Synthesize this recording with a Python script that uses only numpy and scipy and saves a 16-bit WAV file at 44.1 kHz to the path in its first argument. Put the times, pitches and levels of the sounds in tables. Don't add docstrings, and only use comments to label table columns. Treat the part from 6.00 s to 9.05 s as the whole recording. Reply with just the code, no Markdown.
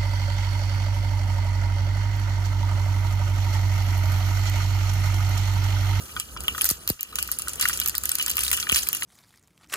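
import sys
import numpy as np
from scipy import signal
from scipy.fft import rfft, irfft, next_fast_len
from scipy.io import wavfile
from scipy.ndimage import uniform_filter1d

SR = 44100
rng = np.random.default_rng(int(sys.argv[2]) if len(sys.argv) > 2 else 0)


def voltage_ratio(level):
    return 10 ** (np.asarray(level, float) / 20)


def digitize_waveform(pressure):
    field = np.atleast_2d(pressure).T
    bounded = np.clip(field, -1, 1)
    quanta = np.round(bounded * 32767).astype(np.int16)
    wavfile.write(sys.argv[1], SR, quanta)


N = 134505

# start in seconds, relative level in dB, pitch in Hz,
# relative level of the spray in dB.
SEED_CRACKS = [(0.199, -9.5, 7540, -28), (0.406, -18.5, 7400, -36.5), (0.4373, -22.5, 12400, -39),
               (0.482, -14, 12430, -41), (0.5796, -17.5, 8000, -27), (0.611, -19, 10400, -21),
               (0.6174, -8, 12100, -23), (0.6438, -7.5, 11990.0, -29), (0.6542, -7, 13800, -21.5),
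               (0.6606, -13, 7800.0, -23), (0.6906, -6.5, 13500, -31), (0.695, -17, 15120.0, -28),
               (0.7017, -6.5, 10200, -27), (0.7063, -16.5, 13010.0, -25), (0.7106, -9.5, 12900.0, -31),
               (0.8765, -11, 13400, -28), (0.89, -11.5, 14000, -24.5), (0.9006, -8, 13200, -36),
               (1.0086, -15, 12700, -35), (1.0303, -11.5, 14100, -41), (1.156, -14.5, 15300, -28.5),
               (1.187, -16, 8820, -24.5), (1.2267, -9.5, 12030, -28.5), (1.2758, -21, 13780.0, -34.5),
               (1.3162, -7.5, 12130, -29), (1.322, -17, 13200, -34), (1.3875, -12, 9960, -42),
               (1.3954, -17.5, 12120.0, -34), (1.4203, -15, 9400, -38), (1.4831, -13.5, 8800, -31.5),
               (1.4936, -19, 8010.0, -32), (1.534, -17, 9070.0, -33), (1.5574, -18.5, 8900, -50),
               (1.5971, -14.5, 7600, -25.5), (1.6113, -7.5, 12040.0, -23), (1.6133, -13, 9200, -27.0),
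               (1.6242, -18, 10600, -17), (1.654, -16, 12400, -30), (1.6767, -20.5, 7800, -21.5),
               (1.6866, -8.5, 11300.0, -23), (1.696, -17, 12580.0, -36), (1.732, -14, 5510.0, -25),
               (1.7362, -14, 9220.0, -33.5), (1.7748, -13.5, 8270, -38), (1.8002, -7.5, 13800.0, -30),
               (1.8153, -17.5, 7700, -29), (1.8361, -19, 8850.0, -32), (1.86, -7.5, 12600, -31),
               (1.8754, -10.5, 12770.0, -30.0), (1.884, -9.5, 14700, -27), (1.8956, -10.5, 12210.0, -32),
               (1.9521, -11.5, 8200, -25), (1.9809, -8.0, 14400, -38), (2.0366, -12, 8700, -31),
               (2.0553, -9.5, 13300, -26.0), (2.093, -7.5, 13500, -27), (2.117, -7.5, 8550, -30),
               (2.1538, -8.5, 12400, -29.5), (2.1855, -15.5, 7490.0, -30), (2.2115, -15, 5510.0, -30),
               (2.2258, -11, 12300, -27), (2.2625, -9, 7600, -30.5), (2.2802, -13, 12800, -31),
               (2.297, -13.5, 13030.0, -27), (2.302, -9.5, 8830.0, -26.5), (2.3134, -12, 12100, -31),
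               (2.3556, -19, 13500, -37.0), (2.3692, -8.5, 12800, -26), (2.3768, -20, 12360.0, -36),
               (2.381, -17, 8720.0, -36), (2.3916, -12, 12920.0, -25), (2.4066, -13.5, 11000, -22),
               (2.411, -22, 6700.0, -26), (2.4356, -8.5, 14700, -23.5), (2.449, -17.0, 10420.0, -24.5),
               (2.466, -18, 14100, -24.5), (2.48, -15, 7360, -27), (2.493, -22, 8760.0, -34.5),
               (2.5033, -14, 7950.0, -37.5), (2.515, -7, 11860.0, -28), (2.5296, -8, 8900, -21.5),
               (2.5334, -12, 7950, -25), (2.5377, -13, 7200, -29), (2.545, -15, 11700, -31),
               (2.5682, -17, 13160.0, -28), (2.5737, -18, 7150.0, -28), (2.6004, -14, 5370, -23.5),
               (2.6282, -20, 5510.0, -42), (2.691, -18, 6900, -31.0), (2.697, -14, 9000, -33.0),
               (2.7199, -8, 9470, -24.5), (2.726, -19, 14700, -23.5), (2.7367, -21.5, 13330.0, -30.0),
               (2.7467, -9.5, 8310.0, -21), (2.7501, -17, 5460, -23), (2.7594, -9, 7860.0, -20),
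               (2.7668, -25, 13980.0, -17.5), (2.7744, -18, 12800, -21), (2.7813, -14.5, 14840.0, -21.5),
               (2.7885, -22, 15100, -25), (2.8203, -28, 8700, -26), (2.8333, -16.5, 11390.0, -29.5),
               (2.8726, -14, 9000, -32), (2.8877, -7.5, 14300, -25.5), (2.93, -9, 13600, -32),
               (2.9491, -11.5, 11540, -23.5), (2.9686, -19, 13090.0, -32.0), (3.0106, -23.5, 14800, -43),
               (3.0228, -33, 9430.0, -50.5), (3.0325, -13.5, 10140.0, -28)]
CRACK_WIDTH_S = .00016
SPRAY_T60_S, SPLASH_T60_S = 0.16, 0.014
DROPLET_WANDER_DB = 6
SPRAY_TOP_DB = -5

# start in seconds, relative level in dB, pitch in Hz,
# relative level of the bowl's ring in dB.
STEAM_PLOPS = [(0.1657, -14, 1290, -23), (0.2012, -22, 4740, -31), (0.365, -16, 990, -37),
               (0.3734, -17.5, 5120, -31), (0.4398, -39, 1290, -35.5), (0.482, -5.5, 3040, -22.5),
               (0.5487, -24.5, 1330, -29.5), (0.5809, -23, 1240, -29), (0.6112, -3.5, 2920, -44),
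               (0.6165, -22, 1310, -39), (0.6444, -24, 1370, -38), (0.6532, -22.5, 1220, -35),
               (0.69, -11.5, 5340, -54), (0.7015, -30, 1260, -33), (0.712, -33, 4690, -47),
               (0.877, -8, 4070, -28.5), (0.8996, -20, 1220, -52), (0.994, -29, 3580, -36.5),
               (1.128, -29, 1130, -35), (1.158, -50, 4160, -34), (1.1864, -19, 2830, -26),
               (1.189, -16, 3330, -31), (1.289, -23, 1350, -33.5), (1.396, -46, 1340, -38),
               (1.4735, -26, 1400, -34.5), (1.4822, -26, 1340, -39), (1.6, -11, 5070, -24.5),
               (1.613, -9, 4700, -30), (1.6262, -11, 2890, -22), (1.6551, -6.5, 1810, -24),
               (1.6966, -19, 1300, -25), (1.7041, -16, 1570, -28.5), (1.7308, -8, 5300, -33),
               (1.736, -12.5, 3760, -49), (1.775, -23, 2940, -50), (1.8158, -15, 3560, -28),
               (1.8608, -22, 1300, -33), (1.875, -35, 4010, -38), (1.9446, -21, 1890, -32),
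               (1.952, -9, 5400, -34), (2.038, -27, 1330, -42), (2.0925, -17, 5100, -41),
               (2.1153, -21, 3480, -28.5), (2.1855, -16, 4100, -30), (2.198, -9.5, 2750, -25),
               (2.2126, -8.5, 2740, -58), (2.2252, -19, 5140, -42), (2.264, -17.5, 5150, -55),
               (2.273, -27, 1730, -30), (2.283, -14, 3100, -31), (2.3024, -29, 2810, -33.5),
               (2.3163, -28, 4530, -41), (2.337, -20, 2930, -55), (2.3707, -36, 5060, -36),
               (2.3819, -6.5, 2650, -30.5), (2.3909, -9, 2770, -33), (2.4067, -15, 4900, -34),
               (2.433, -7.5, 2760, -39), (2.449, -16, 3740, -33), (2.4657, -8, 3630, -33),
               (2.4809, -6.5, 3680, -33), (2.515, -12, 2750, -31), (2.53, -23, 3020, -26),
               (2.5337, -10, 3140, -24.5), (2.575, -24, 2840, -28.5), (2.586, -26, 1440, -36),
               (2.6, -6.5, 4970, -32), (2.6286, -10, 4150, -26), (2.6693, -13.5, 1670, -30.5),
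               (2.692, -9, 2950, -43), (2.697, 2, 3030, -23), (2.7131, -8, 3030, -29),
               (2.7258, -1, 2600, -29), (2.7466, -3, 4950, -40), (2.7498, -13, 4170, -27),
               (2.7606, -7, 2730, -22.5), (2.7666, -13, 4350, -34), (2.7806, -8, 4300, -36),
               (2.79, -9, 4740, -51), (2.8308, -9, 2970, -55), (2.8692, -20, 2470, -33),
               (2.889, -43, 1290, -34), (2.9301, -25, 2480, -30), (2.9486, -34, 5170, -30),
               (3.0233, -5.5, 2340, -23.5)]
PLOP_DECAY_CYCLES = 2.03
ROUGHNESS = 2.8
EDGE_DB_PER_OCT = 4
NEAR_DB_PER_OCT = 6

# frequency in Hz, relative level in dB, 60 dB decay time in seconds.
BOWL_MODES = [(1004, -10.5, 0.067), (1249, -5.5, 0.06), (1468, -3.5, 0.028), (1883, -8, 0.029),
              (2388, -13.5, 0.12), (2750, -7, 0.16), (2995, -6, 0.13), (3335, -6, 0.041),
              (3970, -9.5, 0.055), (4740, -14.5, 0.036)]

# start in seconds, level in dB.
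LOW_THUDS = [(0.7113, -23), (0.9014, -16), (2.721, -21.5)]
THUD_PHASE_ZERO_S, THUD_TURNS_PER_EFOLD, THUD_T60_S = .0018, .89, .068

# time in seconds, relative level in dB.
OIL_ACTIVITY = [(0.0, -35), (0.33, -42), (0.45, -40), (0.56, -33.5), (0.97, -45.5), (1.15, -41),
                (1.37, -35.5), (1.48, -40), (1.77, -30.5), (1.96, -40.5), (2.14, -31.5), (2.29, -36),
                (2.64, -33), (2.88, -35), (3.05, -32.5)]
CRACKS_PER_S, PLOPS_PER_S = 330, 150
CRACKLE_SPREAD_DB = 3.5

# frequency in Hz, relative density in dB per Hz.
FIZZ_SPECTRUM = [(1000, -21), (2000, -3.5), (3000, -7.5), (5000, -0.5), (8000, 2), (12000, -0.5),
                 (14300, -2.5), (15000, -20), (17000, -29)]

# time in seconds,
# relative roar level in dB, relative rumble level in dB.
LOW_LEVEL = [(0.0, -50.5, -42), (0.09, -56.5, -51), (0.18, -50, -37), (0.22, -62.5, -49), (0.41, -49, -35),
             (0.58, -53, -48), (0.61, -52.5, -67), (0.64, -48, -42.5), (0.74, -63.5, -39),
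             (0.78, -54.5, -55), (0.93, -59.5, -40), (0.97, -71, -71), (1.09, -61, -60), (1.15, -53.5, -48),
             (1.29, -58, -46.5), (1.55, -53, -43), (1.61, -53.5, -51), (1.65, -50.5, -46.5),
             (2.12, -57, -45), (2.2, -56.5, -53.5), (2.34, -53.5, -44), (2.66, -55.5, -48),
             (2.74, -53.5, -41.5), (2.76, -53, -45), (3.01, -57, -65), (3.05, -50.5, -60)]
# frequency in Hz, relative density in dB per Hz.
ROAR_SPECTRUM = [(53, -7.5), (90, 1.5), (157, -3), (516, -10.5), (758, -16.5), (965, -16.5), (1080, -15.5),
                 (1260, -6.5), (1600, -16), (2080, -57), (3520, -120)]
RUMBLE_HZ, RUMBLE_WIDTH_HZ = 63.4, 17.6

LEFT_LATE_S, LEFT_TURN_RAD = 0.0003044, 1
PORT_HZ, PORT_Q = 2850, 1.59
TOP_HZ = 15900
LIMIT = .97


def bursts():
    return pops(*np.array(SEED_CRACKS, float).T) + plops(*np.array(STEAM_PLOPS, float).T)


def pops(s, db, hz, spray_db):
    t = np.arange(64) / SR
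    chance = rng.standard_normal((len(s), 65))
    bell = np.exp(-.5 * ((t - 24 / SR) / CRACK_WIDTH_S) ** 2)
    tone = np.cos(2 * np.pi * hz[:, None] * t + 3 * chance[:, :1])
    snap = bell * (tone + .6 * chance[:, 1:])
    crack = place(s - 28 / SR, voltage_ratio(db + 3.5)[:, None] * snap)
    crack = band(band(crack, 7800, 18800), 3400, 18200)

    def fading(level_db, t60):
        power = place(s + .0003, voltage_ratio(level_db)[:, None] ** 2)
        decay = np.exp(-np.log(1e6) / (t60 * SR))
        return np.sqrt(signal.lfilter([1], [1, -decay], power))

    hiss = flicker(6.1, 150) * voltage_ratio(DROPLET_WANDER_DB * walk(1200))
    dull_hiss = shape(hiss, [(5000, 0.012), (16000, SPRAY_TOP_DB)])
    splash = fading(db - 17.5, SPLASH_T60_S) * hiss
    spray = splash + fading(spray_db - 7, SPRAY_T60_S) * dull_hiss
    return ports(crack + spray[0], np.zeros(N), 1.336 * spray[1:])


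def plops(s, db, hz, ring_db):
    u = np.arange(900) / SR
    chance = rng.standard_normal((len(s), 916))
    start = s - .0007
    turns = hz[:, None] * u
    cycles = np.sin(2 * np.pi * turns * (1 + 0.0049 * turns))
    cycles = cycles * np.exp(-turns / PLOP_DECAY_CYCLES) * (1 - np.exp(-turns / 2.17))
    bowl = place(start, voltage_ratio(db + 3.0)[:, None] * cycles) * (1 + ROUGHNESS * walk(1500))
    edge = np.exp(-u / 0.0005) * chance[:, 16:] * (1 - np.exp(-u / 0.00017))
    edge_db = db - 3.0 + EDGE_DB_PER_OCT * np.log2(hz / 3000)
    knock = band(place(start, voltage_ratio(edge_db)[:, None] * edge), 2230, 6800)
    for k, (f, mode_db, t60) in enumerate(BOWL_MODES):
        octaves_away = abs(np.log2(f / hz))
        strike_db = ring_db + mode_db + 3.0 - NEAR_DB_PER_OCT * octaves_away + 2.8 * chance[:, k]
        strike = place(start, voltage_ratio(strike_db)[:, None])
        bowl += ring(strike, f, t60) * (1 + ROUGHNESS * walk(300))
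    bowl = no_bass(bowl)
    return ports(0.16 * knock, bowl + 0.87 * knock, 0)


def thuds():
    u = np.arange(1, 6000) / SR
    swing = np.cos(2 * np.pi * THUD_TURNS_PER_EFOLD * np.log(u / THUD_PHASE_ZERO_S))
    swing = swing * (1 - np.exp(-(u / .0017) ** 3))
    swing = swing * np.exp(-np.log(1000) * u / THUD_T60_S)
    rows = np.array(LOW_THUDS)
    return place(rows[:, 0], voltage_ratio(rows[:, 1])[:, None] * swing)


def crackle():
    def chance_events(rate):
        u = rng.random((int(rate * N / SR), 4)).T
        s = 0.0017 + u[0] * (N / SR - .002)
        activity_db = table(OIL_ACTIVITY, 1)[(s * SR).astype(int)]
        return s, activity_db - CRACKLE_SPREAD_DB * np.log(1 - .97 * u[1]), u

    s, db, u = chance_events(CRACKS_PER_S)
    cracks = pops(s, db - 11.5, 5000 * 2.68 ** u[2], db - 18 + 6 * u[3])
    s, db, u = chance_events(PLOPS_PER_S)
    return cracks + plops(s, db - 12, 1800 * 3.0 ** u[2], db - 24 + 12 * u[3])


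def fizz():
    activity_db = table(OIL_ACTIVITY, 1)
    hiss = flicker(4, 40)
    hiss = hiss * voltage_ratio(activity_db - 9.0 + 12 * walk(36.58))
    modes = sum(voltage_ratio(db) * ring(rng.standard_normal(N), f, t60) for f, db, t60 in BOWL_MODES)
    hum = unit(no_bass(modes)) * voltage_ratio(activity_db - 25 + 6.7 * walk(32.3))
    return ports(hiss[0], hum, 0.31 * hiss[1:])


def flame():
    roar = unit(shape(rng.standard_normal((3, N)), ROAR_SPECTRUM))
    side = band(roar[1:], 370, 2000)
    roar = (roar[0] + 0.97 * side) * voltage_ratio(table(LOW_LEVEL, 1) + 5.0 + 0.76 * walk(20.7))
    lo, hi = RUMBLE_HZ - RUMBLE_WIDTH_HZ / 2, RUMBLE_HZ + RUMBLE_WIDTH_HZ / 2
    deep = unit(band(rng.standard_normal((3, N)), lo, hi))
    deep = (deep[0] + 0.39 * deep[1:]) * voltage_ratio(table(LOW_LEVEL, 2) - 2.5)
    return roar + deep * voltage_ratio(np.array([[-.8], [.8]]))


def flicker(depth_db, rate):
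    x = unit(shape(rng.standard_normal((3, N)), FIZZ_SPECTRUM))
    edges = [900, 2200, 3600, 5500, 8000, 11500, 17500]
    bands = [band(x, lo, hi) * voltage_ratio(depth_db * walk(rate)) for lo, hi in zip(edges, edges[1:])]
    return unit(sum(bands))


def ring(x, hz, t60):
    r, w = np.exp(-np.log(1000) / (t60 * SR)), 2 * np.pi * hz / SR
    return signal.lfilter([0, r * np.sin(w)], [1, -2 * r * np.cos(w), r * r], x)


def no_bass(x):
    return signal.sosfilt(signal.butter(8, 1060, "high", fs=SR, output="sos"), x)


def ports(air, bowl, diffuse):
    flat = [(1, 0), (2, 0)]
    left_air = shape(air, flat, LEFT_LATE_S, LEFT_TURN_RAD)
    w = 2 * np.pi * PORT_HZ / SR
    half_width = np.sin(w) / (2 * PORT_Q)
    a = [1 + half_width, -2 * np.cos(w), 1 - half_width]
    right_bowl = signal.lfilter(a[::-1], a, bowl)
    return np.array([left_air + bowl, air + right_bowl]) + diffuse


def table(rows, col):
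    rows = np.array(rows)
    return np.interp(np.arange(N) / SR, rows[:, 0], rows[:, col])


def shape(x, points, late_s=0., turn=0.):
    n = next_fast_len(N + 4096)
    f, p = np.arange(n // 2 + 1) * SR / n + 1e-3, np.array(points)
    gain = voltage_ratio(np.interp(np.log(f), np.log(p[:, 0]), p[:, 1]))
    gain = gain * np.exp(1j * (turn - 2 * np.pi * f * late_s))
    return irfft(rfft(x, n) * gain, n)[..., :N]


def unit(x):
    return x / np.sqrt(np.mean(x ** 2))


def band(x, lo_hz, hi_hz):
    return signal.sosfilt(signal.butter(2, [lo_hz, hi_hz], "band", fs=SR, output="sos"), x)


def walk(rate):
    k = int(SR / rate)
    steps = np.repeat(rng.standard_normal(N // k + 1), k)
    return 0.36 * uniform_filter1d(uniform_filter1d(steps, k), k)[:N]


def place(times, shapes):
    out = np.zeros(N + shapes.shape[1])
    at = np.clip((times * SR).astype(int), 0, N - 1)[:, None] + np.arange(shapes.shape[1])
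    np.add.at(out, at, shapes)
    return out[:N]


def scene():
    return bursts() + crackle() + fizz() + flame() + thuds()


def low_pass(x):
    return signal.sosfilt(signal.butter(12, 17140, fs=SR, output="sos"), x)


def record(dry):
    x = signal.sosfilt(signal.cheby1(10, .5, TOP_HZ, fs=SR, output="sos"), dry)
    x = signal.sosfilt(signal.butter(2, 40, "high", fs=SR, output="sos"), x)
    mix = x / (1 + (x / LIMIT) ** 6) ** (1 / 6)
    return low_pass(mix)


dry = scene()
out = record(dry)
digitize_waveform(out)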